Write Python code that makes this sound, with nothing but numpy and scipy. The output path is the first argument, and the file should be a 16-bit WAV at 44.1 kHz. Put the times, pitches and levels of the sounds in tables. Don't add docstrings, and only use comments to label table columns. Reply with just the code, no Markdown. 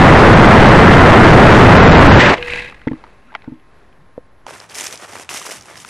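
import sys
import numpy as np
from scipy import signal
from scipy.fft import rfft, irfft, next_fast_len
from scipy.io import wavfile
from scipy.ndimage import uniform_filter1d, map_coordinates

SR = 44100
rng = np.random.default_rng(int(sys.argv[2]) if len(sys.argv) > 2 else 0)


def amp(db):
    return 10 ** (np.asarray(db, float) / 20)


def write(x):
    x = np.atleast_2d(x).T
    wavfile.write(sys.argv[1], SR, np.round(np.clip(x, -1, 1) * 32767).astype(np.int16))


N = 259749
TIME = np.arange(N) / SR
TEAR_S = 2.185
BURNOUT_S = 2.36
CUT_S = 4.462


def unit(x):
    return x / np.sqrt(np.mean(x ** 2) + 1e-20)


def along(points, hz):
    point_hz, value = np.transpose(points)
    return np.interp(np.log(hz + 1), np.log(point_hz + 1), value)


def curves(rows):
    s, *columns = np.transpose(rows)
    return [np.interp(TIME, s, column) for column in columns]


def wobble(rate):
    points = rng.standard_normal(int(N * rate / SR) + 4)
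    return map_coordinates(points, [TIME * rate])


def filtered(x, response):
    size = next_fast_len(N + 8192)
    spectrum = rfft(x, size) * response(np.fft.rfftfreq(size, 1 / SR))
    return irfft(spectrum, size)[..., :N]


def coloured(x, spectrum):
    return unit(filtered(x, lambda hz: amp(along(spectrum, hz))))


def grit(spread_db, rate):
    return rng.standard_normal(N) * amp(spread_db * wobble(rate))


def sliding_tone(hz):
    return np.sin(2 * np.pi * np.cumsum(hz) / SR)


def snaps(rows, t60, crack, width, rise):
    out = np.zeros(N + SR)
    t = np.arange(SR // 20) / SR
    for (s, db, hz), life in zip(rows, t60):
        noise = rng.standard_normal((2, len(t)))
        drift = np.cumsum(noise[0]) * np.sqrt(2 * np.pi * width * hz / SR)
        fade = amp(-60 * t / life)
        edge = crack * np.sqrt(hz / 2500) * fade * noise[1]
        ring = np.sin(2 * np.pi * hz * t + drift) + edge
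        burst = fade * (1 - np.exp(-t / rise)) * ring
        out[round(s * SR):][:len(t)] += amp(db) * burst / np.abs(burst).max()
    return out[:N]


def engine_pressure():
    # time_s, level_db over the overload point
    thrust = [
        (0, 3),
        (1.2, 3),
        (2.18, 5),
        (2.2, -2),
        (2.28, -3.5),
        (2.342, -7.5),
        (2.347, -21),
        (2.4, -29.5),
        (2.46, -50),
    ]
    # pitch_hz, level_db
    roar_colour = [(15, -3), (100, -3), (300, 2.5), (700, 0), (1300, -3.5), (2100, -9), (3000, -49.5),
                   (6000, -37.5), (20000, -83.5)]
    rumble_colour = [(15, -3), (40, -5), (130, 1.5), (220, -2.5), (350, -13), (700, -32)]
    tear_colour = [(300, -36), (800, -27), (1550, -4.5), (1800, -1), (2100, -1.5), (2450, -6), (2900, -7),
                   (4000, -12), (8000, -15.5), (20000, -79.5)]
    roar_db, = curves(thrust)
    torn = TIME > TEAR_S
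    rumble_db = 1.89 * roar_db - 4.5 - 2 * torn
    tear_db = roar_db + np.interp(TIME, [TEAR_S, TEAR_S + 0.01], [-13, -2])

    exhaust = amp(roar_db + 0.7 * wobble(25)) * coloured(rng.standard_normal(N), roar_colour)
    thinned = filtered(exhaust, lambda hz: 1 / (1 - 250j / (hz + 1)))
    exhaust = np.where(torn, thinned, exhaust)
    rumble = amp(rumble_db + 0.31 * wobble(15)) * coloured(rng.standard_normal(N), rumble_colour)
    tearing = amp(tear_db) * coloured(grit(spread_db=2.0, rate=80), tear_colour)
    return (exhaust + rumble + tearing) * (TIME < thrust[-1][0])


def overloaded(pressure):
    # pitch_hz, level_db
    grain_colour = [(100, -5.5), (2000, 2), (4000, -5), (7000, -13), (9000, -14.5), (11000, -23.5),
                    (12500, -44), (16000, -25)]
    squared = 0.78 * pressure / (1 + np.abs(pressure) ** 8) ** (1 / 8)
    dulled = filtered(squared, lambda hz: 1 / (1 + 1.5j * hz / 3400 - (hz / 3400) ** 2) / (1 + 1j * hz / 6000))
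    loudness = np.sqrt(np.abs(uniform_filter1d(dulled ** 2, size=900)))
    return dulled + amp(-25.5) * loudness * coloured(rng.standard_normal(N), grain_colour)


def flickering_treble(x):
    # start_s, end_s, recovery_hz_per_s
    dull_spells = [
        (1.771, 2.007, 1500),
        (2.074, 2.5, 11050),
    ]
    hz, t, z = signal.stft(x, SR, nperseg=512)
    edge_hz = np.full(len(t), 12200.0)
    for start, end, recovers in dull_spells:
        edge_hz = np.where((t > start) & (t < end), 7200 + recovers * (t - start), edge_hz)
    edge_hz = edge_hz * (1 + 0.03 * rng.standard_normal(len(t)))
    luck = rng.random(len(t))
    edge_hz = np.where(luck < 0.04, np.minimum(edge_hz, 6500), edge_hz)
    edge_hz = np.where((luck > 0.97) & (edge_hz > 11000), 16000, edge_hz)
    leak_db = np.where(hz > 12300, -22, -50) - 20 * (edge_hz > 10000)[:, None]
    blocks = np.kron(rng.exponential(1, (33, len(t) // 5 + 1)), np.ones((8, 5)))[:len(hz), :len(t)]
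    ragged_hz = edge_hz - np.where(edge_hz < 10500, 900, 250) * (blocks - 1)
    gain = np.where(hz[:, None] < ragged_hz, 1, amp(leak_db.T))
    return signal.istft(z * gain, SR, nperseg=512)[1][:N]


def roar():
    return flickering_treble(overloaded(engine_pressure()))


def tube():
    # time_s, pitch_hz, level_db
    song = [
        (2.38, 485, -56),
        (2.388, 479, -24),
        (2.394, 485, -29.5),
        (2.572, 484.2, -35),
        (2.646, 489, -43),
        (2.702, 490, -53),
        (2.82, 484, -63),
        (2.85, 476, -54),
    ]
    # start_s, peak_db, t60_s (time to fade by 60 dB)
    wall_blows = [
        (2.8707, -5, 0.088),
        (2.9137, -9.5, 0.085),
        (2.933, -17, 0.072),
        (3.477, -16.5, 0.092),
        (3.52, -21, 0.13),
    ]
    cap_blows = [
        (4.1788, -12.5, 0.038),
    ]
    # low mode Hz, neighbour Hz, neighbour's share, upper mode Hz
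    wall, cap = (249, 315, 0.79, 447), (495, 510, 0.044, 440)

    hz, db = curves(song)
    singing = (TIME > song[0][0]) * (TIME < song[-1][0])
    out = np.zeros(N + SR)
    out[:N] = np.sqrt(2) * amp(db) * sliding_tone(hz) * singing
    t = np.arange(SR // 4) / SR
    blows = [row + wall for row in wall_blows] + [row + cap for row in cap_blows]
    for s, db, t60, low_hz, next_hz, share, upper_hz in blows:
        low = np.sin(2 * np.pi * low_hz * t)
        upper = np.sin(2 * np.pi * upper_hz * t)
        neighbour = share * amp(20 * t / t60) * np.sin(2 * np.pi * next_hz * t)
        beating = 0.39 * (low - neighbour)
        blow = amp(-130 * t / t60) * (0.73 * low + 0.5 * amp(0.62 * (db + 8.5)) * upper)
        ping = 0.14 * amp(0.5 * (db + 8) - 60 * t / t60) * np.sin(2 * np.pi * 1.98 * upper_hz * t)
        thud = 0.36 * amp(-30 * t / t60) * np.sin(1.2 * np.pi * low_hz * t)
        envelope = amp(db - 60 * t / t60) * (1 - np.exp(-t / 0.001))
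        out[round(s * SR):][:len(t)] -= envelope * (beating + blow + thud + ping)
    return out[:N]


def rattle():
    # pitch_hz, width_hz, level_db
    shell_modes = [(900, 120, -12), (1630, 90, -2), (2000, 170, 0), (2600, 170, -1), (3150, 200, -15),
                   (3900, 500, -16)]
    # pitch_hz, level_db
    shake_colour = [(300, -10), (1000, -10), (3500, -12), (4500, -21), (5500, -26), (7000, -27),
                    (11000, -33.5), (12500, -56), (14000, -102)]
    # full_at_s, hold_s, level_db, fall_db_per_s
    shakes = [
        (2.488, 0.12, -26, 151),
        (2.82, 0.17, -56.5, 25),
        (3.293, .02, -63, 28.5),
    ]
    # start_s, peak_db, ring_hz
    tick_rows = [(2.38, -14, 2910), (2.426, -5.5, 2230), (2.481, -12, 1795), (2.501, -10, 1990),
                 (2.535, -4, 2557), (2.605, -18, 1930), (2.688, -19.5, 2400), (2.7239, -25.5, 1203),
                 (2.816, -30, 1500), (2.8755, -16, 1530), (2.882, -16.5, 1830), (2.9175, -27, 1700),
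                 (2.932, -24, 1160), (3.039, -23, 965), (3.046, -30, 1320), (3.066, -35, 1300),
                 (3.32, -32, 891), (3.328, -31, 800), (3.341, -25, 1000), (3.3502, -12.5, 1300),
                 (3.3508, -12, 2120), (3.354, -19, 770), (3.36, -26, 1980), (3.4205, -30.5, 2700),
                 (3.4415, -33, 835), (3.444, -33, 1900), (3.5975, -44.5, 2700), (3.927, -41, 2600)]

    def shell(f):
        return sum((-1) ** k * amp(db) * 1j * f * w / (c * c - f * f + 1j * f * w)
                   for k, (c, w, db) in enumerate(shell_modes))

    def port(hz):
        return 1.2 / (1 + 1.3j * hz / 4200 - (hz / 4200) ** 2) ** 3 / (1 - 400j / (hz + 1))

    cycle = np.cumsum(52 * amp(2.5 * wobble(30))) / SR % 1
    contacts = amp(-7 * cycle) * grit(spread_db=1.8, rate=200)
    between = coloured(grit(spread_db=6.0, rate=210), shake_colour)
    buzz = unit(unit(filtered(contacts, shell)) + 0.42 * between)
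    shaking = 0
    for s, hold, db, fall_db in shakes:
        rise = 117.5 * np.maximum(s - TIME, 0)
        fall = fall_db * np.maximum(TIME - s - hold, 0)
        shaking = shaking + amp(db - rise - fall)
    shaking = shaking * (TIME > BURNOUT_S)
    lives = [0.015 * (1500 / hz) ** 0.43 for s, db, hz in tick_rows]
    ticks = snaps(tick_rows, lives, crack=1.1, width=0.22, rise=0.0004)
    return shaking * buzz + filtered(ticks, lambda hz: port(hz) * (1 + 0.5 * shell(hz)))


def squeak():
    # time_s, pitch_hz, level_db
    rub = [
        (3.26, 1480, -70),
        (3.285, 1394, -45),
        (3.31, 1500, -48),
        (3.36, 1930, -49),
        (3.405, 1650, -53),
        (3.435, 1490, -49),
        (3.47, 1405, -51),
        (3.49, 1380, -75),
    ]
    hz, db = curves(rub)
    rubbing = sliding_tone(hz * (1 + 0.06 * wobble(200)))
    return amp(db - 4 + 5 * wobble(60)) * rubbing * (TIME > rub[0][0]) * (TIME < rub[-1][0])


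def coasting():
    # pitch_hz, level_db
    buffet_colour = [(10, -12), (40, -1), (90, -6), (200, -13.5), (400, -29.5), (800, -56.5)]
    hiss_colour = [(150, -1), (400, 0.5), (1200, -4), (2000, -8), (2800, -17), (4200, -20.5), (5500, -25.5),
                   (9000, -33.5), (11000, -36), (12500, -40), (14000, -68)]
    murmur_colour = [(1200, -40), (1600, -3), (1800, -1), (2100, -31.5)]
    # centre_s, level_db, half_length_s, pitch_hz
    gusts = [
        (3.282, -49.5, .04, 240),
        (4.01, -49, 0.037, 191),
    ]
    # pitch_hz, level_db
    whine = [(1061, -62), (10492, -78), (11558, -85)]

    since = np.maximum(TIME - BURNOUT_S, 0)
    buffet_db = -54.5 + 19 * np.exp(-(since / 0.42) ** 2)
    buffet = amp(buffet_db) * coloured(grit(spread_db=1.2, rate=12), buffet_colour)
    hiss_db = -55 + 13.5 * np.exp(-since / 0.57) + 1.3 * wobble(6.1)
    hiss = amp(hiss_db) * coloured(rng.standard_normal(N), hiss_colour)
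    murmur = amp(-73 + 3 * wobble(14)) * coloured(rng.standard_normal(N), murmur_colour)
    puffs = sum(amp(db) * np.exp(-((TIME - s) / half) ** 2) * sliding_tone(hz * (1 + 0.14 * wobble(37)))
                for s, db, half, hz in gusts)
    tones = sum(amp(db + 0.5 + 2.2 * wobble(30)) * np.sin(2 * np.pi * hz * TIME) for hz, db in whine)
    offset = -0.0047
    return (buffet + hiss + murmur + puffs + tones + offset) * (TIME > BURNOUT_S)


def pressing():
    # start_s, swell_s, hold_s, level_db, rustle_over_crunch_db
    steps = [(4.47, 0.013, 0.162, -37, -6), (4.688, 0.033, .02, -41, -1.5), (4.741, 0.052, 0.076, -34, 6),
             (4.869, 0.056, 0.022, -38.5, 2.5), (4.976, 0.066, 0.0077, -38.5, -1),
             (5.076, 0.13, 0.02, -36, -3.5), (5.29, 0.078, 0.014, -32, 4.5),
             (5.389, .01, 0.054, -39.5, 3.5), (5.451, 0.011, 0.011, -35, 3.5),
             (5.488, 0.027, 0.017, -31.5, 0), (5.55, .005, 0.024, -50, 10), (5.6, .02, .04, -54, 2),
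             (5.642, 0.036, 0.081, -42.5, -4.5), (5.758, 0.0098, 0.066, -48, 6.5),
             (5.85, 0.05, .03, -44, 3)]
    s, swell, hold, db, rustle_db = np.transpose(steps)[..., None]
    after = TIME - s - swell
    rise_db = 6 * np.minimum(after / swell, 0)
    sag_db = 39 * np.maximum(after, 0)
    release_db = 420 * np.maximum(after - hold, 0)
    landing = np.clip((TIME - s) / 0.004, 0, 1)
    gain = amp(np.maximum(db + rise_db - sag_db - release_db, -120)) * landing
    crunch = np.sqrt(np.sum(gain ** 2, axis=0))
    rustle = np.sqrt(np.sum((gain * amp(rustle_db)) ** 2, axis=0))
    return crunch, rustle


def twigs(rustle):
    luck = rng.random((70, 3))
    s = CUT_S + luck[:, 0] * (TIME[-1] - CUT_S)
    rustle_db = 20 * np.log10(np.interp(s, TIME, rustle) + 1e-4)
    db = rustle_db + 3 - 1.5 * np.log(luck[:, 1])
    hz = 3500 * 6 ** (luck[:, 2] - 0.5)
    return list(zip(s, db, hz))


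def stereo_grains(spread_db, rate, spectrum):
    # pitch_hz, likeness (1 = the same)
    likeness = [(100, 0.75), (1000, 0.96), (2800, .95), (4000, 0.89), (5500, 0.93), (9000, 0.8),
                (11000, .7), (13000, .35)]
    size = amp(spread_db * wobble(rate) + 0.25 * spread_db * wobble(rate / 9))

    def mid_side(hz):
        angle = np.arccos(np.clip(along(likeness, hz), -1, 1)) / 2
        return amp(along(spectrum, hz)) * [np.cos(angle), np.sin(angle)]

    mid, side = filtered(size * rng.standard_normal((2, N)), mid_side)
    return unit(np.array([mid + side, mid - side]))


def stalk_breaks(rustle):
    # start_s, peak_db, ring_hz
    stalk_rows = [(4.466, -14, 870), (4.491, -19.5, 910), (4.508, -16, 595), (4.601, -22.5, 5000),
                  (4.697, -26, 5100), (4.711, -35, 2480), (4.722, -27, 3000), (4.746, -17, 5900),
                  (4.754, -14.5, 6590), (4.785, -8, 6320), (4.809, -7, 6760), (4.864, -10, 5440),
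                  (4.868, -10, 5530), (4.926, -13.5, 5680), (4.94, -18.5, 700), (4.956, -20, 5300),
                  (4.975, -20, 5970), (5.152, -22, 606), (5.291, -11.5, 2440), (5.293, -26, 6274),
                  (5.345, -16, 6040), (5.37, -17.5, 3000), (5.452, -21, 1040), (5.466, -18, 1100),
                  (5.61, -23, 5810), (5.623, -25.5, 5740), (5.756, -22, 1750), (5.775, -21.5, 4700),
                  (5.801, -21.5, 7030), (5.848, -20.5, 1310)]

    def air(hz):
        return 1 / (1 + 1.4j * hz / 9000 - (hz / 9000) ** 2) ** 2 / (1 - 350j / (hz + 1)) ** 2

    lean_db = np.interp(TIME, [row[0] for row in stalk_rows], 1.5 * rng.standard_normal(len(stalk_rows)))
    breaks = stalk_rows + twigs(rustle)
    stalks = snaps(breaks, [0.012] * len(breaks), crack=0.7, width=0.2, rise=0.00025)
    return filtered(stalks, air) * amp(np.outer([1, -1], lean_db) - 1.0)


def quiet_field():
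    # pitch_hz, level_db
    field_colour = [(20, -24.5), (45, -16), (90, -1.5), (200, -7), (400, -12), (1200, -10.5), (2800, -20),
                    (4200, -24), (9000, -28), (11000, -31), (13000, -43), (16000, -44.5)]
    return amp(-48) * stereo_grains(spread_db=2.0, rate=23, spectrum=field_colour)


def stubble():
    # pitch_hz, level_db
    crunch_colour = [(100, -17), (200, -5.5), (400, 1), (700, 0.5), (1200, 0), (2000, -3), (2800, -10.5),
                     (4000, -15), (8000, -35)]
    rustle_colour = [(1000, -18), (2000, -3.5), (2800, -3.5), (4200, -10), (5500, -3), (7000, -5.5),
                     (9000, -6.5), (11000, -10), (12500, -19), (13800, -16.5), (14500, -43.5), (16000, -56)]
    crunch, rustle = pressing()
    crush = crunch * stereo_grains(spread_db=4.0, rate=300, spectrum=crunch_colour)
    crush = crush + rustle * stereo_grains(spread_db=3, rate=550, spectrum=rustle_colour)
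    crush = filtered(crush, lambda hz: 1 / (1 - 90j / (hz + 1)) ** 2)
    return (crush + stalk_breaks(rustle) + quiet_field()) * amp([[-0.3], [0.3]])


def patchy_treble(x, edge_hz, depth_hz, spared):
    hz, t, z = signal.stft(x, SR, nperseg=512)
    luck = np.kron(rng.exponential(1, (17, len(t) // 4 + 1)), np.ones((16, 4)))[:len(hz), :len(t)]
    strips = np.kron(rng.random((52, len(t) // 7 + 1)), np.ones((5, 7)))[:len(hz), :len(t)]
    kept = (hz[:, None] < edge_hz(t) - depth_hz * (luck - 1)) | (strips < spared)
    return signal.istft(z * np.where(kept, 1, amp(-34.5)), SR, nperseg=512)[1][..., :N]


def split(x):
    # start_s, length_s, level_db under the sound
    moments = [
        (0.444, 0.022, -20.5),
        (0.859, 0.071, -22),
        (1.234, 0.019, -20),
        (1.767, 0.02, -24.5),
        (2.072, 0.015, -25),
        (2.458, 0.027, -32),
        (3.37, .02, -30),
    ]
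    hz, t, z = signal.stft(x, SR, nperseg=1024)
    tilt = (hz[:, None] / 800 + 0.4) ** 0.4
    scrambled = z * tilt * np.exp(2j * np.pi * rng.random(z.shape))
    trace = signal.istft(scrambled, SR, nperseg=1024)[1][:N]
    gate = sum(amp(db) * (TIME > s) * (TIME < s + length) for s, length, db in moments)
    side = uniform_filter1d(gate, size=500) * trace
    return np.array([x + side, x - side])


def scene():
    coast = tube() + rattle() + squeak() + coasting()
    coast = patchy_treble(coast, lambda t: 11900 + 0 * t, depth_hz=700, spared=0)
    rustle_db = 20 * np.log10(pressing()[1] + amp(-52))

    def field_edge_hz(t):
        return 14000 + 150 * (np.interp(t, TIME, rustle_db) + 31)

    field = patchy_treble(stubble(), field_edge_hz, depth_hz=450, spared=0.35)
    return np.where(TIME < CUT_S, split(roar() + coast), field)


def low_pass(x):
    return signal.sosfilt(signal.butter(12, 15800, fs=SR, output="sos"), x)


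def record(dry):
    return low_pass(dry)


dry = scene()
out = record(dry)
write(out)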